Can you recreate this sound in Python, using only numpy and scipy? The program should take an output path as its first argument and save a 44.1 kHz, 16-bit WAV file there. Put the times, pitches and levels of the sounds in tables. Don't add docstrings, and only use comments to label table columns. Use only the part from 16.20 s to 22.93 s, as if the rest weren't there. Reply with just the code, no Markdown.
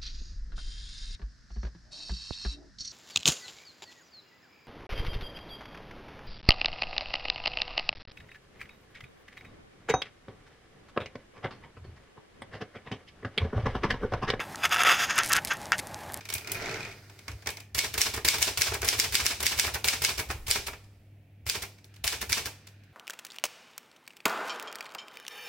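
import sys
import numpy as np
from scipy import signal
from scipy.fft import rfft, irfft, next_fast_len
from scipy.io import wavfile

SR = 44100
rng = np.random.default_rng(int(sys.argv[2]) if len(sys.argv) > 2 else 0)


def to_wav(s):
    ch = np.atleast_2d(s).T
    pcm = np.round(np.clip(ch, -1, 1) * 32767)
    wavfile.write(sys.argv[1], SR, pcm.astype(np.int16))


N = 296793
TIME = np.arange(N) / SR

# (strike time [s], crack [dB], key travel before it [s], finger push [dB], way back [s])
KEYSTROKES = [(1.5884, -15.5, .041, -27.5, 0.057), (1.815, -13.5, .037, -23, 0.05),
              (2.0854, -12, 0.037, -20.5, 0.059), (2.226, -12.5, 0.043, -32, 0.052),
              (2.4182, -13.5, 0.044, -24.5, 0.053), (2.6865, -13.5, 0.04, -26, 0.044),
              (2.7983, -13.5, 0.012, -47, 0.045), (2.9521, -13, 0.028, -30.5, 0.051),
              (3.064, -15, .014, -35, 0.046), (3.2653, -14, .037, -25.5, 0.056),
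              (3.396, -13.5, 0.019, -33, 0.051), (3.6842, -14, .041, -22.5, .051),
              (3.8474, -13.5, .028, -26, 0.046), (4.311, -14, 0.03, -31, 0.048),
              (5.297, -18.5, .031, -33, 0.057), (5.8768, -17.5, .036, -25.5, .052),
              (6.1276, -15, 0.033, -30, 0.05)]
# (time [s], latch [dB], landing [dB])
KEY_CLACKS = [(1.741, -32, -39), (1.941, -31, -40.5), (1.965, -36, -33), (2.508, -52, -31),
              (2.54, -30, -33), (2.619, -33, -29.5), (3.205, -31.5, -42), (3.468, -33, -32.5),
              (3.543, -29, -30), (3.98, -32, -30.5), (3.996, -29.5, -36.5), (4.091, -45, -28.5),
              (4.112, -36.5, -46), (4.27, -37.5, -46.5), (4.47, -32.5, -35.5), (4.522, -60, -41.5),
              (5.424, -33.5, -40), (6.016, -30.5, -35.5), (6.258, -31.5, -37.5)]
# (time [s], level [dB])
FINGER_TOUCHES = [(4.64, -66), (5.584, -63), (5.644, -56.5), (5.741, -61.5), (5.762, -58.5), (6.471, -51.5),
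                  (6.486, -65), (6.637, -67.5)]
# (time [s], level [dB], weight [dB])
LEVER_HITS = [(.009, -40.5, 3), (0.054, -36, -3), (0.09, -31.5, -4), (.102, -27.5, -4), (.126, -29.5, -3),
              (.139, -26.5, -16), (.151, -26, -3.5), (.182, -31.5, -4.5), (.274, -31, -2),
              (0.3187, -25.5, -13), (0.898, -44, 2.5), (.991, -42.5, -1.5), (1.082, -30.5, 4.5),
              (1.117, -40.5, 0.5), (1.224, -44.5, 3.5), (1.261, -32, 6.5), (1.272, -22.5, 0),
              (1.29, -27.5, -0.5), (1.304, -33.5, -8), (1.371, -34.5, -0.5), (1.403, -38.5, -5)]
# (time [s], level [dB])
HAND_SHOVES = [(.164, -45.5), (1.106, -45), (1.151, -41.5), (1.29, -46), (4.159, -41)]

# (frequency [Hz], level [dB])
KNOCK_COLOUR = [(100, -7.5), (190, -6.5), (300, -2), (440, 0.5), (560, -4), (900, -1.5), (1500, 0),
                (1900, 3), (2800, -19), (6000, -44.5)]
CLICK_COLOUR = [(600, -42), (1400, -18.5), (2300, 6.5), (3300, 1.5), (4800, 3), (5800, 2), (6600, -3),
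                (8000, -6), (11000, -19.5)]
TICK_COLOUR = [(4000, -52), (7000, -3), (8500, -2.5), (10000, -2), (11000, -5.5), (15500, -3.5)]
CRACK_COLOUR = [(300, -46), (1200, -7.5), (2200, 8), (3200, 1.5), (4800, 6), (6500, 2), (8000, 1.5),
                (10000, -5.5), (14000, -18.5)]
CHATTER_COLOUR = [(300,-18.5), (1000,-12.5), (1600,1.5), (2300,1.5), (3400,5.5), (4700,4), (5700,5),
                  (6500,-2.5), (8500,-0.5), (11000,-13), (15500,-33)]
BASKET_COLOUR = [(100, -8), (400, 6), (900, 4.5), (1500, -10.5), (2400, 5.5), (3500, -0.5), (5500, 2.5),
                 (7000, 0.5), (10000, 2.5), (15000, 2.5)]
RAIL_COLOUR = [(60,-2), (120,8.5), (160,-3), (200,-3.5), (450,5), (530,-0.5), (700,-0.5), (1050,-7.5),
               (1400,3.5), (1650,-1), (1950,4.5), (2550,-6), (3200,-10.5), (6000,-10), (12000,-51)]
PAWL_COLOUR = [(1500, -18), (3000, -4), (4500, 7), (6300, -2), (7500, -5), (11000, -6), (15000, -6)]
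SWAY_COLOUR = [(12, -12), (25, -5), (38, -6.5), (55, -6), (80, -5), (200, -45)]
RUB_COLOUR = [(700, -32), (1400, 1.5), (1680, 4), (2150, -3), (2420, 4), (3200, -6), (3760, -4),
              (5500, -15), (12000, -33)]
ROOM_COLOUR = [(25,-32), (45,-20), (62,-10.5), (85,-9.5), (120,-12.5), (200,-14), (450,-25), (700,-25.5),
               (1100,-41.5), (2400,-31), (4000,-45), (8000,-54), (15000,-47.5)]

# (frequency [Hz], level [dB], ring time [s])
PLATEN_TONES = [(2227, -9.5, 0.07), (3610, -14, .02), (4870, -28, .018), (4730, 9.5, 0.078),
                (5060, -0.5, 0.045), (5700, 5, .02), (7000, -10, .012), (8530, -10, .012),
                (9950, -16.5, .014)]
FRAME_TONES = [(403,0,.16), (455,0,.14), (700,0,.15), (1125,-3,.15), (1410,-3,.15), (2223,-2,.22),
               (2345,-2,.2), (2458,-4,.22), (3208,-9,.17), (4463,-10,.16), (4796,-10,.16), (5647,-9,.18)]
RATCHET_TONES = [(1850, -4, .025), (2280, -1, .035), (2470, 0, .04), (2610, -3, .03), (4700, -8, .025)]
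SPRING_TONES = [(2258, -12.5, 1), (2430, 5, 0.39), (5025, -1, .7), (6196, -7.5, 0.65), (7623, 4, .6)]
# (frequency [Hz], level [dB])
HUM_TONES = [(99.8, -54.5), (103.5, -62), (140, -66), (204.6, -76), (301.5, -73.5)]

# (frequency [Hz], level [dB])
STEREO_WIDTH = [(60, -29), (150, -19.5), (350, -19), (700, -10), (1400, -7), (2800, -5.5), (5500, -2.5),
                (11000, -0.8)]
STEREO_BALANCE = [(120, 0), (500, -.7), (1000, -1.4), (2000, -1.4), (4000, -1), (8000, 0.7), (12000, 0.5)]

LANDING_S = .012
PUSH_PEAK_S, PUSH_WIDTH_S = .48, .185


def typebars(trip_offset_db=-13):
    s, crack_db, *_ = np.transpose(KEYSTROKES)
    trip_db = crack_db + trip_offset_db
    scrape = contacts(s - .01, trip_db - 8.5, rise=.1, t60=.03, rough_db=-4)
    trip = contacts(s - .0052, trip_db + 2.5, rise=.02, t60=.019, rough_db=3)
    approach = scrape + trip
    escapement = (colour(approach, CLICK_COLOUR) + undb(-8) * colour(approach, KNOCK_COLOUR)
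                  + colour(approach, TICK_COLOUR))
    slug = colour(contacts(s + .0008, crack_db + .5, rise=.003, t60=.021, rough_db=-2.5), CRACK_COLOUR)
    edge = colour(contacts(s + .00027, crack_db - 3, rise=.003, t60=.007, rough_db=3), TICK_COLOUR)
    neighbours = contacts(s + .012, crack_db - 17.5, rise=.061, t60=.41, rough_db=2.5)
    chatter = colour(neighbours, CHATTER_COLOUR)
    platen = np.zeros((2, N))
    for when, db in zip(s, crack_db):
        add(platen, when + .0004, undb(db + 12.5) * tones(PLATEN_TONES, size=2048, scatter_db=10.5))
    bars = clinks(s, crack_db + 3.5, low_hz=2390, high_hz=13870, t60=.14, db_per_octave=-6.5, count=14)
    return escapement + slug + edge + chatter + platen + bars


def keyboard():
    strike, crack_db, travel, push_db, way_back = np.transpose(KEYSTROKES)
    clack, latch_db, landing_db = np.transpose(KEY_CLACKS)
    touch, touch_db = np.transpose(FINGER_TOUCHES)
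    fall_db = -30.5 + .6 * (crack_db - crack_db.mean())
    presses = blows(strike - travel, push_db, rise=.0054, knock_t60=.094, click_t60=.083,
                    rough_db=4.5, knock_db=-8, click_db=-1.5, tick_db=-2)
    falls = blows(strike + way_back, fall_db, rise=.054, knock_t60=.13, click_t60=.11,
                  rough_db=3, knock_db=-2, click_db=1.5, tick_db=-6)
    latches = blows(clack, latch_db, rise=.019, knock_t60=.09, click_t60=.072,
                    rough_db=4.5, knock_db=-6, click_db=.8, tick_db=-1)
    landings = blows(clack + LANDING_S, landing_db, rise=.021, knock_t60=.085, click_t60=.06,
                     rough_db=3.5, knock_db=.1, click_db=-5, tick_db=-15)
    touches = blows(touch, touch_db, rise=.0065, knock_t60=.14, click_t60=.043,
                    rough_db=8.5, knock_db=-4.5, click_db=7, tick_db=2)
    key_levers = clinks(clack + LANDING_S, landing_db + 19.5, low_hz=483, high_hz=2880, t60=.11,
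                        db_per_octave=4.5, count=7)
    return presses + falls + latches + landings + key_levers + touches


def carriage(tooth_hz=165, wheel_hz=27, bump_count=15):
    speed = carriage_speed(TIME)
    travel = np.cumsum(speed) / SR
    teeth_db = 4 * np.sin(2 * np.pi * tooth_hz * travel) + 3 * np.sin(2 * np.pi * wheel_hz * travel)
    rumble = colour(grit(N, rough_db=2.5) * speed * undb(-37.5 + teeth_db / 2), RAIL_COLOUR)
    pawl = colour(grit(N, rough_db=2) * undb(-56.5 + teeth_db * speed) * speed ** .3, PAWL_COLOUR)
    s, db, weight_db = np.transpose(LEVER_HITS)
    lever = blows(s, db, rise=.0088, knock_t60=.089, click_t60=.028,
                  rough_db=2.5, knock_db=-11.5, click_db=-2.5, tick_db=-11, weight_db=weight_db)
    uneven_steps = (np.arange(bump_count) + rng.random(bump_count)) / bump_count
    bump_s = PUSH_PEAK_S + 3 * PUSH_WIDTH_S * (uneven_steps - .5)
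    bump_db = -34 + 13 * np.log10(carriage_speed(bump_s)) + rng.standard_normal(bump_count)
    bumps = colour(contacts(bump_s, bump_db, rise=.0051, t60=.017, rough_db=-.5), CLICK_COLOUR)
    spring = undb(-12.5) * ring(pawl, tones(SPRING_TONES))
    ratchet = ring(undb(-17) * (lever + pawl) + undb(-5.5) * bumps, tones(RATCHET_TONES))
    return rumble + pawl + lever + bumps + spring + ratchet


def carriage_speed(t, creep=.052, stop_s=1.3):
    push = np.exp(-((t - PUSH_PEAK_S) / PUSH_WIDTH_S) ** 2)
    return (push + creep) * fade(t - stop_s, .05)


def basket(hits, t60=.26, level_db=-8):
    t = TIME[:SR // 2]
    storage = unit(fade(t, t60) * (1 - fade(t, .031))) ** 2
    rattle = np.zeros((2, N))
    for low_hz in 250 * 2 ** np.arange(6):
        octave = signal.butter(2, [low_hz, 2 * low_hz], "bandpass", fs=SR, output="sos")
        energy = np.maximum(ring(signal.sosfilt(octave, hits[0]) ** 2, storage), 0)
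        rattle += np.sqrt(N * energy) * unit(signal.sosfilt(octave, rng.standard_normal((2, N))))
    return undb(level_db) * colour(rattle, BASKET_COLOUR)


def resonance(hits, cover_t60=.036, room_t60=.94):
    t = TIME[:SR]
    cover = unit(rng.standard_normal((2, SR)) * fade(t, cover_t60) * (1 - fade(t, .0064)))
    room = unit(rng.standard_normal((2, SR)) * fade(t, room_t60) * (1 - fade(t, .081)))
    walls = colour(room, [(100, 12), (2500, -8), (7000, -10.5), (15000, -19.5)])
    echoes = undb(-12) * cover + undb(-21) * walls
    return basket(hits) + ring(hits[0], echoes + undb(-19) * tones(FRAME_TONES))


def desk_thumps(low_hz=73, upper_hz=112, pitch_spread=.088, rise=.13, t60=.066):
    keys_down = [(s - .0189, -41.5) for s, *_ in KEYSTROKES]
    fingers_up = [(s + .082, -48) for s, *_ in KEYSTROKES]
    landings = [(s + LANDING_S, db - 9) for s, _, db in KEY_CLACKS]
    track, lead_s = np.zeros((1, N)), .06
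    t = TIME[:SR // 2] - lead_s
    shape = fade(-t - .005, rise) * fade(t - .005, t60)
    for s, db in keys_down + fingers_up + landings + list(HAND_SHOVES):
        detune, offset = rng.standard_normal(2)
        phase = 2 * np.pi * (np.exp(pitch_spread * detune) * t + offset)
        bounce = np.sin(low_hz * phase) + undb(-5) * np.sin(upper_hz * phase)
        add(track, s - lead_s, (undb(db + 6) * bounce * shape)[None])
    return track * np.array([[1], [0]])


def desk_sway(peak_s=4.16, rise=.097, t60=1.84):
    since = TIME - peak_s
    shake = rng.standard_normal((2, N)) * fade(-since, rise) * fade(since, t60)
    return undb(-42.5) * colour(shake, SWAY_COLOUR, size=16384)


def rubbing(from_s=5.7, rise=.2, level_db=-67):
    return colour(grit(N, rough_db=.5) * fade(from_s - TIME, rise), RUB_COLOUR) * undb(level_db)


def background(air_db=-61):
    air = colour(rng.standard_normal((2, N)), ROOM_COLOUR) * undb(air_db)
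    for hz, db in HUM_TONES:
        air[0] += np.sqrt(2) * undb(db) * np.sin(2 * np.pi * (hz * TIME + rng.random()))
    return air


def blows(s, db, rise, knock_t60, click_t60, rough_db, knock_db, click_db, tick_db, weight_db=0):
    knock = colour(contacts(s, db + knock_db + weight_db, rise, knock_t60, rough_db), KNOCK_COLOUR)
    click = colour(contacts(s, db + click_db, rise, click_t60, rough_db), CLICK_COLOUR)
    tick = colour(contacts(s, db + tick_db - weight_db, rise, click_t60, rough_db), TICK_COLOUR)
    return knock + click + tick


def contacts(times, levels_db, rise, t60, rough_db):
    track, lead_s = np.zeros((2, N)), .03
    t = TIME[:SR // 2] - lead_s
    shape = fade(-t, rise) * fade(t, t60)
    for s, db in zip(times, levels_db):
        add(track, s - lead_s, undb(db) * np.linalg.norm(shape) * unit(shape * grit(len(t), rough_db)))
    return track


def grit(length, rough_db, size=24):
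    strength = undb(rough_db * np.clip(rng.standard_normal(length // size + 1), -2, 2))
    strength /= np.sqrt(np.mean(strength ** 2))
    return rng.standard_normal((2, length)) * np.repeat(strength, size)[:length]


def clinks(times, levels_db, low_hz, high_hz, t60, db_per_octave, count):
    track = np.zeros((2, N))
    for s, db, spots in zip(times, levels_db, rng.random((len(times), count))):
        pitches = low_hz * (high_hz / low_hz) ** spots
        table = [(hz, db_per_octave * np.log2(hz / low_hz), t60) for hz in pitches]
        add(track, s, undb(db) * tones(table, size=6000, scatter_db=4))
    return track


def tones(table, size=SR, scatter_db=0):
    t = TIME[:size]
    sound = np.zeros((2, size))
    for hz, db, t60 in table:
        strength = undb(db + scatter_db * rng.standard_normal())
        offset = np.array([[0], [rng.random()]])
        sound += strength * fade(t, t60) * np.sin(2 * np.pi * (hz * t + offset))
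    return unit(sound)


def colour(x, points, size=4096):
    cepstrum = irfft(np.log(gains(points, size)))
    cepstrum[1:size // 2] *= 2
    cepstrum[size // 2 + 1:] = 0
    return ring(x, unit(irfft(np.exp(rfft(cepstrum)))))


def equalise(x, points, amount):
    size = next_fast_len(N)
    return irfft(rfft(x, size) * gains(points, size) ** amount, size)[:N]


def gains(points, size):
    hz, db = np.transpose(points)
    step_hz = np.arange(size // 2 + 1) * SR / size
    return undb(np.interp(np.log(step_hz + 1), np.log(hz), db))


def ring(x, response):
    return signal.oaconvolve(np.atleast_2d(x), np.atleast_2d(response), axes=-1)[:, :x.shape[-1]]


def add(track, s, sound):
    start = int(s * SR)
    lo, hi = max(start, 0), min(start + sound.shape[-1], N)
    track[:, lo:hi] += sound[:, lo - start:hi - start]


def fade(t, t60):
    return np.exp(-np.log(1000) * np.maximum(t, 0) / t60)


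def unit(x):
    return x / np.sqrt(np.sum(x ** 2, axis=-1, keepdims=True))


def undb(db):
    return 10 ** (np.asarray(db) / 20)


def scene():
    typing, sliding = typebars() + keyboard(), carriage()
    ringing = resonance(typing + undb(.5) * sliding)
    mid, side = typing + sliding + ringing + desk_thumps() + desk_sway() + rubbing() + background()
    side = equalise(side, STEREO_WIDTH, amount=.96)
    left = equalise(mid + side, STEREO_BALANCE, amount=.45)
    right = equalise(mid - side, STEREO_BALANCE, amount=-.63)
    return undb(-1.53) * np.array([left, right])


def record(dry):
    ceiling, top_hz = .7, 15900
    rounded = ceiling * np.tanh(dry / ceiling)
    return signal.sosfilt(signal.ellip(10, .1, 75, top_hz, fs=SR, output="sos"), rounded)


dry = scene()
out = record(dry)
to_wav(out)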